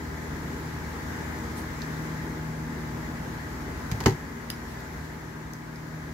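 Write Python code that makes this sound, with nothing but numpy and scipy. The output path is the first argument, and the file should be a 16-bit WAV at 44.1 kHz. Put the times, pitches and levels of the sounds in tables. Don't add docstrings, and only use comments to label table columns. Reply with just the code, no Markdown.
import sys
import numpy as np
from scipy import signal
from scipy.fft import rfft, irfft, next_fast_len
from scipy.io import wavfile
from scipy.ndimage import uniform_filter1d, map_coordinates

SR = 44100
rng = np.random.default_rng(int(sys.argv[2]) if len(sys.argv) > 2 else 0)


def to_linear_factor(level_db):
    exponent = np.asarray(level_db, float) / 20
    return 10 ** exponent


def digitize_waveform(pressure):
    field = np.atleast_2d(pressure).T
    bounded = np.clip(field, -1, 1)
    quanta = np.round(bounded * 32767).astype(np.int16)
    wavfile.write(sys.argv[1], SR, quanta)


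N = 270375
T = np.arange(N) / SR


def unit(x):
    return x / np.sqrt(np.mean(x ** 2) + 1e-20)


def along(points, hz):
    f, v = np.transpose(points)
    return np.interp(np.log(hz + 1), np.log(f + 1), v)


def curves(rows):
    s, *columns = np.transpose(rows)
    return [np.interp(T, s, column) for column in columns]


def wobble(rate):
    knots = rng.standard_normal(int(N / SR * 40) + 4)
    return map_coordinates(knots, [T * min(rate, 40)])


def filtered(x, response):
    n = x.shape[-1]
    size = next_fast_len(n + 8192)
    spectrum = rfft(x, size) * response(np.fft.rfftfreq(size, 1 / SR))
    return irfft(spectrum, size)[..., :n]


def panned(x, points):
    return filtered(x, lambda hz: to_linear_factor(np.outer([.5, -.5], along(points, hz))))


def paired(pair):
    # pitch_hz, likeness (0-1)
    likeness = [(40, 0.94), (90, 1), (170, 0.92), (290, 1), (640, 0.39), (1400, 0.1), (3000, 0.03),
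                (15000, 0)]

    def mid_side(hz):
        angle = np.arccos(np.clip(along(likeness, hz), 0, 1)) / 2
        return np.array([np.cos(angle), np.sin(angle)])

    mid, side = filtered(pair, mid_side)
    return np.array([mid + side, mid - side])


def tone(phase, db, pan_db, lead):
    side = np.array([[.5], [-.5]])
    start = rng.uniform(0, 2 * np.pi)
    return np.sqrt(2) * to_linear_factor(db + side * pan_db) * np.sin(phase + side * lead + start)


def air(spectrum, patchy_db, lag_s):
    z = signal.stft(rng.standard_normal((2, N + 512)), nperseg=512)[2]
    patches = rng.standard_normal(z.shape[1:])
    patches = uniform_filter1d(patches, size=6, axis=0)
    patches = uniform_filter1d(patches, size=10, axis=1)
    pair = signal.istft(z * to_linear_factor(patchy_db * unit(patches)), nperseg=512)[1][:, :N]

    def shape(hz):
        lag = np.exp(-1j * np.pi * lag_s * np.outer([1, -1], hz))
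        return to_linear_factor(along(spectrum, hz)) * lag

    return unit(filtered(paired(pair), shape))


def ring(modes, t, attack):
    early = np.array([[.0001], [0]])  # s, left ahead of right
    total = 0
    for hz, db, t60 in modes:
        decay = to_linear_factor(db + rng.normal(0, 1.2) - 60 * t / t60)
        total = total + decay * np.sin(2 * np.pi * hz * (t + early))
    return to_linear_factor([[.4], [-.4]]) * total * (1 - np.exp(-t / attack))


def burst(t, length, colour):
    grit = rng.standard_normal((3, len(t)))
    grit = unit(filtered(grit[:2] + 0.5 * grit[2], colour))
    return 0.41 * grit * to_linear_factor(-20 * t / length) * (1 - np.exp(-t / 0.00021))


def add(track, s, sound):
    track[:, round(s * SR):][:, :sound.shape[1]] += sound


def fan():
    # multiple, level_db (rms before wavering), left_right_db, left_lead_rad
    overtones = [(1, -44.7, 0.7, 0.1), (2, -41.4, 0.1, -0.2), (3, -45.7, 2.3, -0.0), (4, -50.4, -2.5, -0.2),
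                 (5, -61.6, 16.4, -2.3), (6, -59.4, 5.5, 0.2), (8, -57.1, -2.8, -1.6),
                 (9, -61.3, -0.7, -1.6), (10, -63.1, -0.5, -2.4), (11, -55.8, 1.2, -0.2),
                 (12, -61.6, 1.4, -0.0), (13, -59.3, 4.6, -0.3), (14, -59.7, 9.0, -2.8),
                 (15, -61.1, -6.7, -1.6), (16, -59.3, -1.6, -0.5), (17, -69.2, -1.4, 1.1),
                 (18, -62.1, -0.2, 2.8), (21, -64.4, 7.4, 1.9), (24, -65.6, 4.8, 3.1),
                 (25, -64.1, 0.6, 0.8)]
    # time_s, first_db, second_db, third_db
    hum_waver = [(0, 4.3, -2, -3.5), (1, 4, -1.5, -0.5), (1.55, 5.5, -7, 1.5), (1.9, -1, 5, 0),
                 (2.5, -1, 3.5, 2.5), (3.1, -.7, 0.5, 3.5), (4.1, 4, -4, -5.5), (4.5, -3.5, -2, 5.5),
                 (5, 4.5, 0.4, -5), (5.6, -13, 2, -1.5), (6.13, 4, 4, -0.5)]
    # pitch_hz, level_db (rms before wavering), left_right_db, left_lead_rad, waver_db
    motor_tones = [(59.4, -46.5, 0, 0, 1.5), (119.9, -49.5, .4, 0, 1.5), (267.8, -48.5, 1.3, 1.05, .8)]
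    # pitch_hz, density_db (relative)
    roar_spectrum = [(15, -39), (25, -7.5), (59, 4), (95, -2.5), (113, 3), (151, 0), (194, 0), (249, -2),
                     (380, -4), (461, -6.5), (522, -16), (700, -29), (910, -53)]
    # pitch_hz, density_db (relative)
    rush_spectrum = [(290, -51), (500, -5.5), (569, -5.5), (770, -5), (852, -1), (1170, -6), (1430, -4.5),
                     (1630, -2), (2020, -4), (2580, -16), (3110, -18), (7070, -18.5), (8770, -28),
                     (13100, -25), (15600, -29.5)]

    blade_hz = 78.37 + .08 * wobble(.8)
    turn = 2 * np.pi * np.cumsum(blade_hz) / SR
    waver = dict(enumerate(curves(hum_waver), start=1))
    out = np.zeros((2, N))
    for multiple, db, pan_db, lead in overtones:
        k = round(multiple)
        drift_db = waver[k] if k in waver else 1.5 * wobble(1.23)
        flutter_db = .7 * wobble(4.08)
        out += tone(k * turn, db + drift_db + flutter_db, pan_db, lead)
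    for hz, db, pan_db, lead, waver_db in motor_tones:
        out += tone(2 * np.pi * hz * T, db + waver_db * wobble(2.98), pan_db, lead)
    roar = to_linear_factor(-38.5 + 0.46 * wobble(3.0)) * air(roar_spectrum, patchy_db=-1.17, lag_s=0.00011)
    rush = to_linear_factor(-41 + 0.8 * wobble(2.49)) * air(rush_spectrum, patchy_db=0.95, lag_s=.0002)
    return out + roar + rush


def slides():
    # loudest_s, level_db, rise_s, fall_s, treble_db
    strokes = [(1.578, -50, .025, .05, 15), (4.52, -50, .012, .03, -3), (4.7, -55, 0.079, .05, 4),
               (5.05, -64, .12, .1, 0)]
    out = np.zeros((2, N))
    for s, db, rise, fall, treble_db in strokes:

        def colour(hz):
            body_db = along([(1500, -12), (4000, 4), (9000, -3), (14000, -19)], hz)
            return to_linear_factor(body_db + along([(7000, 0), (12500, treble_db)], hz))

        grains = rng.standard_normal((2, N)) * to_linear_factor(3 * wobble(40))
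        swell = np.exp(-((T - s) / np.where(T < s, rise, fall)) ** 2)
        out += to_linear_factor(db) * swell * unit(filtered(grains, colour))
    return out


def snaps():
    # start_s, level_db (near peak), length_s, body_hz, body_width_hz, top_db, clear_ring_db
    shell_snaps = [(1.595, -35, .004, 4000, 4000, -14, -60), (1.618, -35, .004, 4000, 4000, -14, -60),
                   (1.8183, -26.5, .009, 4600, 3000, -40, -60), (4.5015, -15.5, .006, 3800, 5500, -7, -25),
                   (4.686, -39, .008, 5200, 2500, -3, -60), (4.804, -35, .0056, 5200, 2500, -8, -60),
                   (5.5348, -19, .003, 5400, 2200, -13, -60), (5.7583, -30, .005, 5100, 1500, -30, -60)]
    # pitch_hz, level_db, t60_s
    shell_modes = [(1950, -1, .025), (4960, -1, .028), (5150, -4, .02), (9150, -8, .025), (10720, -3, .014),
                   (13300, -4, .012)]
    out, t = np.zeros((2, N)), np.arange(SR // 10) / SR

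    def resonance(hz, width, f):
        return np.abs(width * f / (hz * hz - f * f + 1j * f * width)) ** 2

    for s, db, length, body_hz, width, top_db, clear_db in shell_snaps:

        def colour(f):
            body = resonance(body_hz, width, f) / (1 + (f / 8000) ** 6)
            return body + to_linear_factor(top_db) * resonance(12500, 5000, f)

        grit = to_linear_factor(db) * burst(t, length, colour)
        add(out, s, grit + to_linear_factor(clear_db) * ring(shell_modes, t, 0.00014))
    return out


def blade_crack(db, length, heavy_db):
    # pitch_hz, level_db
    crack_colour = [(300, -20), (650, -1), (950, 17), (1350, 5), (2100, 8), (3200, 0), (7000, -0.5),
                    (8800, -16.5), (12000, -13), (16000, -17)]
    # pitch_hz, level_db, t60_s
    blade_modes = [(3400, -4, .015), (4430, 0, .025), (4800, -2, .02), (5700, -4, .015), (6600, -2, .02),
                   (7700, -8, .015)]
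    t = np.arange(SR // 4) / SR

    def colour(hz):
        tilt = along([(1300, .9), (2000, 0), (6000, 0.0056), (12000, -.45)], hz)
        return to_linear_factor(along(crack_colour, hz) + heavy_db * tilt)

    return to_linear_factor(db) * (burst(t, length, colour) + to_linear_factor(-20) * ring(blade_modes, t, .0004))


def weight_blow(thud_db, knock_db, hard_db):
    # pitch_hz, level_db, t60_s
    table_modes = [(76, -11, .15), (107, 0, 0.105), (143, -1, 0.095)]
    # pitch_hz, level_db (before hardness), t60_s
    board_modes = [(232, -1, 0.08), (290, -6, 0.08), (385, -3, 0.065), (428, 1, 0.035), (530, -14, .04),
                   (796, -8, 0.045), (900, 2, 0.026), (990, 0, .022), (1206, -12, 0.03), (1520, -12, 0.03),
                   (1720, -12, 0.035), (1960, -10, 0.03), (2200, -14, 0.025)]
    t = np.arange(SR // 4) / SR
    board = [(hz, db + along([(450, 0), (750, hard_db)], hz), t60) for hz, db, t60 in board_modes]
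    thud = to_linear_factor(thud_db) * ring(table_modes, t, 0.0029)
    return thud + to_linear_factor(knock_db) * ring(board, t, 0.0041)


def knife():
    # start_s, crack_db, table_thud_db, board_knock_db, hardness_db,
    # weight_delay_s (after the edge), second_crack_db (over the first)
    contacts = [(3.9145, -18.5, -17, -29, 2, .0055, -8), (4.0038, -21, -32, -29, 8.5, .0045, -2),
                (4.0367, -31, -40, -45, 6, .002, 5), (4.0592, -5, -7.5, -4.5, 0, .0028, -1)]
    # start_s, crack_db, table_thud_db, board_knock_db
    rocks = [(4.0695, -19, -40, -17), (4.081, -22, -26, -19), (4.096, -25, -30, -24),
             (4.107, -28, -40, -27), (4.124, -32, -24, -34)]
    out = np.zeros((2, N))
    for s, crack_db, thud_db, knock_db, hard_db, delay, second_db in contacts:
        heavy_db = knock_db - crack_db
        add(out, s, blade_crack(crack_db, 0.0071, heavy_db))
        add(out, s + delay, blade_crack(crack_db + second_db, 0.0071, heavy_db))
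        add(out, s + delay, weight_blow(thud_db, knock_db, hard_db))
    for s, crack_db, thud_db, knock_db in rocks:
        add(out, s, blade_crack(crack_db, 0.012, heavy_db=-7.5))
        add(out, s, weight_blow(thud_db, knock_db, hard_db=0))
    return out


def kitchen(x):
    # pitch_hz, t60_s
    room_decay = [(200, 0.27), (2000, 0.16), (6000, 0.19), (14000, 0.18)]
    noise = paired(rng.standard_normal((2, SR // 2)))
    hz, t, z = signal.stft(noise, SR, nperseg=256)
    decay = to_linear_factor(-60 * t / along(room_decay, hz)[:, None])
    tail = signal.istft(z * decay, SR, nperseg=256)[1]
    tail = filtered(tail, lambda f: to_linear_factor(along([(150, -16.5), (700, -15.0)], f)))
    late = np.pad(x, ((0, 0), (250, 0)))
    return signal.fftconvolve(late, tail / np.linalg.norm(tail[0]), axes=1)[:, :N]


def scene():
    # pitch_hz, left_right_db
    board_side = [(150, -0.5), (400, -1.5), (1000, -1), (2200, -0.5), (4500, -3.5), (9000, -2.5)]
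    near = slides() + snaps() + knife()
    near = near + to_linear_factor(-8.5) * kitchen(near)
    return fan() + panned(near, board_side)


def gain_control(x):
    recover_db = .05 * T
    power = np.abs(uniform_filter1d(np.mean(x ** 2, axis=0), size=882))
    level_db = 10 * np.log10(power + 1e-12)
    wanted_db = np.clip(0.48 * (level_db + 23), 0, 3.4)
    cut_db = np.maximum(np.maximum.accumulate(wanted_db + recover_db) - recover_db, 0)
    keep = np.exp(-1 / (0.11 * SR))
    return x * to_linear_factor(-signal.lfilter([1 - keep], [1, -keep], cut_db))


def top_cut(x):
    return signal.sosfilt(signal.butter(12, 16800, fs=SR, output="sos"), x)


def record(dry):
    # pitch_hz, left_right_db
    port_balance = [(60, 0), (120, 0.5), (240, 1.5), (480, 0.5), (950, 2), (1890, 4.5), (3770, -0.5),
                    (7520, -1), (15000, -7.5)]
    ports = filtered(dry, lambda hz: (1j * hz / (35 + 1j * hz)) ** 2)
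    ports = panned(ports, port_balance)
    treble_cut = filtered(ports, lambda hz: hz < 15780)
    mix = gain_control(treble_cut)
    return top_cut(mix)


dry = scene()
out = record(dry)
digitize_waveform(out)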